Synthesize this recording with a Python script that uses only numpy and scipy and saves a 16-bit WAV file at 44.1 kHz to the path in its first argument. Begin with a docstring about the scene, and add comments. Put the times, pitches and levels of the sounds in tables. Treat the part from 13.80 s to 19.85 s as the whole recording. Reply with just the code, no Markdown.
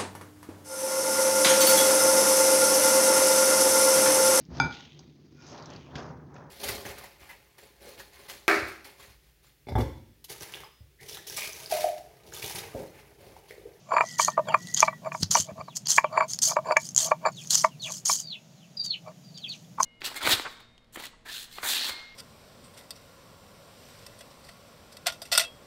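"""A stone roller is rocked over a stone slab close by, crushing chillies: struck modes knock and rumble,
dense cracks crunch through husk resonances, and noise bursts snap skins and seeds.
Low pulses sit under the knocks, and a few dull low bumps come from damped resonators.
Chicks peep nearby as slurred sines and a rooster crows far off as fluttering harmonics,
over a low outdoor rumble and faint air made of filtered noise."""
import sys
import numpy as np
from scipy import signal
from scipy.fft import rfft, irfft
from scipy.io import wavfile
from scipy.ndimage import uniform_filter1d

SR = 44100
rng = np.random.default_rng(int(sys.argv[2]) if len(sys.argv) > 2 else 0)


def log_audio(samples):
    """Write samples as a 16-bit WAV file to the path given in sys.argv[1]."""
    # one column per channel
    frames = np.atleast_2d(samples).T
    # limit to full scale, then quantise
    limited = np.clip(frames, -1, 1)
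    pcm = np.round(limited * 32767).astype(np.int16)
    wavfile.write(sys.argv[1], SR, pcm)


N = 266805
TIME = np.arange(N) / SR


def from_db(db):
    """Decibels to gain."""
    return 10 ** (np.asarray(db) / 20)


def rms_one(x):
    """Scale to unit power."""
    return x / np.sqrt(np.mean(x ** 2) + 1e-20)


def add(out, start_s, sound):
    """Mix a sound in at a time."""
    at = max(round(start_s * SR), 0)
    out[at:at + len(sound)] += sound[:max(N - at, 0)]


def above(x, hz):
    """Gentle high-pass."""
    return signal.sosfilt(signal.butter(2, hz, "high", fs=SR, output="sos"), x)


def below(x, hz, order=2):
    """Low-pass."""
    return signal.sosfilt(signal.butter(order, min(hz, .45 * SR), fs=SR, output="sos"), x)


def drift(rate_hz):
    """Slow chance with spread 1: noise through two equal poles, on a grid of every 20th sample."""
    pole = np.exp(-40 * np.pi * rate_hz / SR)
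    noise = rng.standard_normal(N // 20 + 2002)
    slow = signal.lfilter([1], [1, -2 * pole, pole * pole], noise)[2000:]  # skip the settling
    return np.interp(np.arange(N) / 20, np.arange(len(slow)), rms_one(slow))


def grains(per_s, spread_db):
    """Random clicks of uneven size and either sign."""
    sizes = from_db(spread_db * np.minimum(rng.exponential(1, N), 4))
    return sizes * rng.choice([-1, 1], N) * (rng.random(N) < per_s / SR)


def ring(clicks, hz, t60_s):
    """Damped resonator: a unit click starts a decaying sine of height 1."""
    radius, angle = from_db(-60 / (t60_s * SR)), 2 * np.pi * hz / SR
    return signal.lfilter([0, np.sin(angle)], [1, -2 * radius * np.cos(angle), radius ** 2], clicks + 1e-18)


def coloured(x, spectrum, size=4096):
    """Causal minimum-phase filter with the given spectrum, by folding its cepstrum."""
    hz, level_db = np.transpose(spectrum)
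    grid_hz = np.maximum(np.fft.rfftfreq(size, 1 / SR), 1)
    gain = from_db(np.interp(np.log(grid_hz), np.log(hz), level_db))
    cepstrum = irfft(np.log(gain))
    cepstrum[1:size // 2] *= 2
    cepstrum[size // 2 + 1:] = 0
    impulse = irfft(np.exp(rfft(cepstrum)))
    return signal.fftconvolve(x, impulse)[:len(x)]


def evened(x, size):
    """Hold the power steady over stretches of size samples, keeping the finer grain."""
    return x / np.sqrt(np.abs(uniform_filter1d(x ** 2, size=size)) + 1e-12)


def strokes(rows, attack_s, first_db, last_db, release_s, depth_db=40):
    """Each push of the arms bites quickly, swells to a crest, eases off and lets go; gain over time."""
    gain = np.zeros(N)
    for start_s, swell_s, ease_s, crest_db in rows:
        corners_s = start_s + np.cumsum([-attack_s, attack_s, swell_s, ease_s, release_s])
        corners_db = [-depth_db, first_db, 0, last_db, -depth_db]
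        shape_db = np.interp(TIME, corners_s, corners_db, left=-np.inf, right=-np.inf)
        gain += from_db(crest_db + shape_db)
    return gain


# roller and slab modes: (nominal frequency [Hz], relative level [dB], t60 [s])
STONE_MODES = [(637, 1.5, 0.062), (917, -2, 0.047), (997, 0.5, 0.034), (1148.7, 1, 0.039),
               (1440, -9, 0.014), (1718, -6, 0.014), (2318, -4.5, .036), (2710, -27.5, 0.035),
               (4574, -2, .026), (5300, -27, .008), (7150, -6, 0.072), (10600, -13.5, .015)]
# roller knocks on the slab: (time [s], peak before mix [dB],
#   low mode relative to middle modes [dB], upper modes relative to middle modes [dB])
ROLLER_KNOCKS = [(0.118, -9, -9, -17), (0.138, -13, -12.5, -17), (0.166, -3.5, -13, -6),
                 (0.182, -7, -19, 0), (0.208, -1.5, -15, -1.5), (0.395, -3.5, -11.5, -2),
                 (0.482, -8.5, -6, -11), (0.577, -4, -1, -24), (0.592, -8.5, 6, -27),
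                 (0.743, -1.5, -13.5, -4.5), (1.027, 3.5, -5, 3), (1.08, -6.5, -6, 1),
                 (1.128, -29.5, -10, -11), (1.319, -18.5, -7, 5.5), (1.347, -15.5, -7, -3.5),
                 (1.552, -4.5, -12, -5), (1.571, -15.5, 2, 0.5), (1.882, -27, -4.5, -7.5),
                 (2.182, 2, -23, 8), (2.243, -6.5, 1, -4), (2.375, -4, -13, -1.5),
                 (2.407, -5.5, -18.5, -4.5), (2.424, -13.5, -19, -12), (2.717, -20.5, -8, -6.5),
                 (2.766, -5.5, 0.5, -2), (2.786, -14, 0.5, -10), (2.909, -6, 4.5, -3), (2.967, 0, -3.5, 12),
                 (3.316, -2, -2, -2.5), (3.452, -9, -14, -5), (3.844, -0.5, -4.5, -2),
                 (4.296, -10.5, -17, -5), (5.983, -18.5, -22, -16), (6.002, -7, -18.5, -17)]


def knocks(grit_s=0.0037, contact_s=0.00027, ping_db=-24.5, ping_spread_db=0.5, cut_hz=470, contact_hz=3100):
    """Grit gives way around each blow; where it lands decides which modes ring, and shifts them a little."""
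    out = np.zeros(N)
    t = TIME[:SR // 8] - 1 / 100  # the blow lands 10 ms in
    for time_s, peak_db, low_db, upper_db in ROLLER_KNOCKS:
        blow = 0
        for k, (hz, mode_db, t60_s) in enumerate(STONE_MODES):
            grit_shape = np.exp(-np.maximum(-1.3 * t, t) / grit_s)
            force = .045 * rng.standard_normal(len(t)) * grit_shape
            force[SR // 100] += 1
            mode = ring(force, hz * (1 + .018 * rng.standard_normal()), t60_s)
            # the high pings differ from blow to blow
            high_ping_db = upper_db / 2 + ping_db + ping_spread_db * rng.standard_normal()
            family = np.searchsorted([800, 1500, 3500], hz)  # low, middle, upper, ping
            colour_db = [low_db, 0, upper_db, high_ping_db][family]
            if family < 3:  # the broad contact cannot push the body modes any faster
                mode = below(mode, contact_hz, order=4)
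            blow = blow + (-1) ** k * from_db(mode_db + colour_db) * mode / np.abs(mode).max()
        blow = above(blow, cut_hz)
        add(out, time_s + t[0] + contact_s, from_db(peak_db) * blow / np.abs(blow).max())
    return out


def low_thumps(level_db=-52, growth=2.4, push_s=.003):
    """Low pulse under each knock, growing steeply with its level."""
    out = np.zeros(N)
    t = TIME[:SR // 20] / push_s
    pulse = t * (2 - t) * np.exp(1 - t)
    for time_s, peak_db, *_ in ROLLER_KNOCKS:
        add(out, time_s, from_db(level_db + growth * peak_db) * pulse)
    return out


# roller on bare stone: (swell start [s], swell [s], ease [s], crest before mix [dB])
ROLLS = [(0.105, 0.037, .06, -22), (0.232, 0.0078, 0.0059, -23), (0.68, 0.0064, 0.045, -20),
         (1.253, 0.021, 0.012, -21), (1.68, .018, 0.019, -30.5), (1.775, 0.038, 0.0067, -28),
         (2.33, 0.06, 0.062, -19), (2.68, 0.043, 0.013, -26.5), (2.865, 0.062, 0.011, -17.5),
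         (3.22, .06, 0.018, -29.5), (3.458, 0.005, 0.024, -12.5), (4.05, 0.059, 0.012, -36),
         (5.26, 0.019, 0.035, -33.5)]


def rolling(dull_db_per_octave=-5.5, corner_hz=1300, cut_hz=520, low_db=2.0, firm_db=-24, brightening=0.49):
    """Pits of the stones bump in clumps; modes take turns, and a firmer push wakes the higher ones."""
    push = strokes(ROLLS, attack_s=0.049, first_db=-10.5, last_db=-10, release_s=0.023)
    pit_bumps = grains(per_s=1100, spread_db=4) * from_db(4 * drift(70))
    firmness = (push / from_db(firm_db) + .05) ** brightening
    body = 0
    for k, (hz, mode_db, t60_s) in enumerate(STONE_MODES):
        dulling_db = dull_db_per_octave * max(np.log2(hz / corner_hz), 0)
        level_db = mode_db + dulling_db + 4 * drift(22)
        drive = firmness if k else from_db(low_db)  # lowest mode ignores firmness
        body = body + (-1) ** k * from_db(level_db) * drive * ring(pit_bumps, hz, t60_s)
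    return push * evened(above(body, cut_hz), size=900)


# roller crushing pods, or a hand gathering them: (swell start [s], swell [s], ease [s],
#   dry skin crest before mix [dB], juicy flesh relative to skins [dB])
CRUSHES = [(0.215, 0.13, 0.031, -43, -1), (0.385, 0.013, 0.097, -23.5, -3), (0.77, 0.15, .05, -48, -3),
           (0.965, 0.011, 0.067, -26.5, 3), (1.33, 0.092, .01, -40.5, -8.5),
           (1.425, 0.0085, 0.0058, -35, 10.5), (1.51, 0.057, 0.048, -19, -4.5),
           (1.955, 0.022, .004, -31, -8.5), (2.058, 0.011, 0.0045, -42.5, 12), (2.085, 0.022, .07, -20, -6),
           (2.485, 0.058, 0.014, -33, -8), (2.62, 0.034, 0.06, -17, -10), (2.995, 0.059, 0.058, -38, -7.5),
           (3.172, 0.029, 0.071, -20, -6), (3.52, 0.21, 0.016, -46.5, -5.5), (3.705, .045, 0.085, -20, -4),
           (4.02, 0.15, .025, -35.5, -8.5), (4.256, 0.066, 0.0596, -21.5, -9.5),
           (4.396, 0.016, 0.015, -36, -11), (5.041, 0.023, .006, -39.5, -4.5),
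           (5.575, .009, 0.0051, -48.5, 4), (5.695, .06, 0.091, -56.5, 4), (6.0, 0.038, 0.019, -33, -7.5)]
# crunch colour: (frequency [Hz], relative level [dB])
HUSK_COLOUR = [(200, -38.5), (600, -29.5), (950, -20.5), (1450, -23.5), (1900, -24), (2500, -29),
               (3200, -16.5), (3800, -21), (4500, -8), (5500, -6.5), (6600, 4), (7900, -8.5),
               (11000, -11.5), (16000, -20.5)]


def crunch(clump_db=2.5, patchy_db=1.52, fragment_db=0.0, split_hz=4700,
           light_per_s=3000, pressed_per_s=150000, count=20):
    """Harder pressing breaks more cells a second; cracks ring husk bits, each at its own pitch for a while."""
    skin_rows = [row[:4] for row in CRUSHES]
    flesh_rows = [(*timing, db + flesh_db) for *timing, db, flesh_db in CRUSHES]
    skins = strokes(skin_rows, attack_s=0.0099, first_db=-5.5, last_db=-11.5, release_s=0.059)
    flesh = strokes(flesh_rows, attack_s=0.0073, first_db=-6.5, last_db=-14, release_s=.07)

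    cracks = grains(light_per_s + pressed_per_s * skins, spread_db=4.0)
    owner = rng.integers(0, count, N)  # which fragment each crack rings
    fragments = 0
    for k, hz in enumerate(np.geomspace(2900, 9000, count)):
        fragments = fragments + from_db(6 * drift(25)) * ring(cracks * (owner == k), hz, t60_s=.014)
    husk = coloured(rms_one(cracks) + from_db(fragment_db) * rms_one(fragments), HUSK_COLOUR)

    def band(side):
        """One side of the split, at steady power."""
        return evened(signal.sosfilt(signal.butter(5, split_hz, side, fs=SR, output="sos"), husk), size=900)

    # skins crackle above the split, flesh squelches below it
    pressed = skins * band("high") + flesh * band("low")
    # seeds and pods lie unevenly under the roller
    return pressed * from_db(clump_db * drift(120) + patchy_db * drift(30))


# skins and seeds snapping: (time [s], peak before mix [dB], pitch [Hz])
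SKIN_SNAPS = [(0.3938, -20.5, 7290), (0.4484, -4, 7000), (0.8713, -23.5, 3760), (0.9407, -15.5, 6640),
              (0.9452, -5, 6940), (0.9723, -25, 6640), (1.0042, 1.5, 6850), (1.4309, -6.5, 5004),
              (1.513, -39, 6700), (1.6225, -20, 7350), (1.9686, -12, 7050), (2.071, -9.5, 4940),
              (2.1043, -2.5, 6300), (2.1166, -4, 6530), (2.164, -10, 6860), (2.5343, -10.5, 5940),
              (2.589, -10, 5470), (2.6228, -6, 6200), (2.6544, -33, 6800), (2.709, -11.5, 6600),
              (2.97, -10, 7150), (3.0895, -18, 6260), (3.1478, -16, 7100), (3.1632, -1, 7400),
              (3.1785, 2.5, 7250), (3.648, -29.5, 3480), (3.673, -21, 6750), (3.7014, -26, 5950),
              (3.7546, 2.5, 6040), (4.096, -26, 6400), (4.121, -16.5, 7200), (4.258, -9.5, 6600),
              (5.0504, -31, 4580), (5.6933, -27, 4400), (6.0312, -2, 6340)]


def snaps(burst_s=.0006, splinter=.12, splinter_s=.005, ring_t60_s=0.0035, ring_share=1.0,
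          delay_s=0.00023, top_hz=10500):
    """A skin bursts in a short noise pulse, rings briefly at its own pitch and splinters."""
    out = np.zeros(N)
    t = TIME[:SR // 20]
    shape = np.exp(-np.abs(t - delay_s) / burst_s) + splinter * np.exp(-t / splinter_s)
    for time_s, peak_db, hz in SKIN_SNAPS:
        burst = below(coloured(rng.standard_normal(len(t)) * shape, HUSK_COLOUR), top_hz)
        snap = rms_one(burst) + ring_share * rms_one(ring(burst, hz, ring_t60_s))
        add(out, time_s, from_db(peak_db) * snap / np.abs(snap).max())
    return out


# dull low bumps: (time [s], push before resonance and mix [dB])
LOW_BUMPS = [(1.41, -34), (1.428, -22), (1.502, -36), (1.597, -32), (1.717, -39), (1.789, -39)]


def low_bumps(hz=165, t60_s=0.045, deep_hz=98, deep_t60_s=0.16, deep_db=-9):
    """Soft, heavily damped bumps with a deeper tail: two resonators share each push."""
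    pushes = np.zeros(N)
    for time_s, push_db in LOW_BUMPS:
        add(pushes, time_s, from_db([push_db]))
    soft = ring(pushes, hz, t60_s) + from_db(deep_db) * ring(pushes, deep_hz, deep_t60_s)
    return above(above(soft, 70), 70)


# chick peeps: (end [s], length [s], crest before flutter and mix [dB], closing slur [s])
CHICK_PEEPS = [(0.737, 0.09, -46, .10), (1.95, .12, -52, 0.067), (2.297, 0.052, -50, 0.086),
               (3.63, 0.11, -45.5, 0.072), (3.973, 0.092, -60, 0.15), (4.084, 0.09, -33, 0.07),
               (4.572, .20, -33.5, 0.066), (4.871, .17, -59, .10), (5.162, 0.2, -26.5, 0.05),
               (5.617, 0.19, -50.5, 0.068), (5.686, 0.15, -39.5, 0.07), (5.753, .075, -35.5, 0.043)]


def chicks(top_hz=4860, knee_hz=4280, end_hz=2176, arch_s=0.048, whistle_db=-12, last_db=-14,
           swell_s=0.029, fade_s=.045, second_ratio=.82, second_db=-17):
    """A rough whistle near the top arches to the knee, then slurs down; the syrinx's other side is faint below."""
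    out = np.zeros(N)
    wobble, flutter_db = 1 + .015 * drift(150), 4 * drift(70)
    for end_s, length_s, crest_db, slur_s in CHICK_PEEPS:
        span = (TIME > end_s - length_s) & (TIME < end_s)
        t = TIME[span] - end_s  # counts up to 0
        arch_hz = (top_hz - knee_hz) * (1 - np.exp(np.minimum(t + slur_s, 0) / arch_s))
        hz = np.interp(t, [-slur_s, 0], [knee_hz, end_hz]) + arch_hz
        phase = 2 * np.pi * np.cumsum(hz * wobble[span]) / SR
        voice = np.sin(phase) + from_db(second_db) * np.sin(second_ratio * phase)
        level_db = crest_db + np.interp(t, [-fade_s - swell_s, -fade_s, 0], [whistle_db, 0, last_db])
        gain = np.sqrt(2) * from_db(level_db + flutter_db[span])
        out[span] += gain * signal.windows.tukey(len(t), .15) * voice
    return out


# far rooster: (time [s], pitch [Hz], level before mix [dB])
CROW_PATH = [(0.15, 480, -61), (0.25, 498, -51), (0.36, 486, -52), (0.43, 466, -46), (0.54, 465, -52.5),
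             (0.66, 459, -68), (0.86, 494, -53), (1.10, 491, -51.5), (1.22, 465, -71)]
# crow partials: (multiple of pitch, relative level [dB])
CROW_PARTIALS = [(2, -22), (3, -16.5), (4, 6.5), (7, -16), (8, -20.5)]


def rooster():
    """One long, hoarse crow: harmonics of a wavering pitch that flutter on their way through the air."""
    time_s, pitch_hz, level_db = np.transpose(CROW_PATH)
    hz = np.interp(TIME, time_s, pitch_hz) * (1 + .02 * drift(120))
    phase = 2 * np.pi * np.cumsum(hz) / SR
    voice = sum(from_db(partial_db) * np.sin(round(k) * phase) for k, partial_db in CROW_PARTIALS)
    gain = from_db(np.interp(TIME, time_s, level_db, left=-np.inf, right=-np.inf))
    return gain * rms_one(voice * from_db(4 * drift(30)))


# distant rumble: (time [s], level [dB])
RUMBLE_LEVEL = [(0, -56), (0.7, -45.5), (2.0, -51.5), (3.1, -49), (4.2, -50), (4.65, -55.5), (5.3, -52.5),
                (6.05, -50)]
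# rumble colour: (frequency [Hz], relative level [dB])
RUMBLE_COLOUR = [(25, -40.5), (55, -24.5), (90, -15.5), (125, 2), (160, 6.5), (210, -2), (300, -13),
                 (500, -21), (900, -36)]
# faint air colour: (frequency [Hz], relative level [dB])
AIR_COLOUR = [(200, -32), (620, 4), (1000, -7.5), (1700, -11.5), (3000, -7.5), (4600, -9.5), (6800, -5.5),
              (8200, -23), (12000, -24.5), (16000, -44)]


def outdoors(air_db=-61.0):
    """Low distant rumble of varying level and steady faint air, both coloured noise."""
    rumble_gain = from_db(np.interp(TIME, *np.transpose(RUMBLE_LEVEL)))
    rumble = rumble_gain * rms_one(coloured(rng.standard_normal(N), RUMBLE_COLOUR))
    air = from_db(air_db) * rms_one(coloured(rng.standard_normal(N), AIR_COLOUR))
    return rumble + air


def echoes(x, t60_s, delay_s):
    """Diffuse reflections: a decaying noise tail of unit power."""
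    t = TIME[:SR // 2]
    tail = rng.standard_normal(len(t)) * from_db(-60 * t / t60_s) * (t > delay_s)
    return signal.fftconvolve(x, tail / np.sqrt(np.sum(tail ** 2)))[:N]


def scene():
    """The stones are close and nearly dry; the birds carry more of the yard."""
    stones = from_db(-4.0) * knocks() + from_db(-6.0) * rolling()
    pods = from_db(-2.5) * crunch() + from_db(-4.0) * snaps()
    birds = from_db(-1.0) * chicks() + from_db(2) * rooster()
    yard = from_db(-20) * echoes(stones, t60_s=0.096, delay_s=0.0088)
    yard += from_db(-18.5) * echoes(pods, t60_s=.13, delay_s=0.0067)
    yard += from_db(-5) * echoes(birds, t60_s=0.12, delay_s=0.004)
    lows = low_thumps() + from_db(5.0) * low_bumps()
    return (stones + pods + lows + birds + yard + outdoors())[None]


def record(dry, cutoff_hz=15700):
    """The highest peaks are rounded and the top is cut."""
    rounded = dry / (1 + dry ** 6) ** (1 / 6)
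    return signal.sosfilt(signal.ellip(10, .2, 80, cutoff_hz, fs=SR, output="sos"), rounded)


dry = scene()
out = record(dry)
log_audio(out)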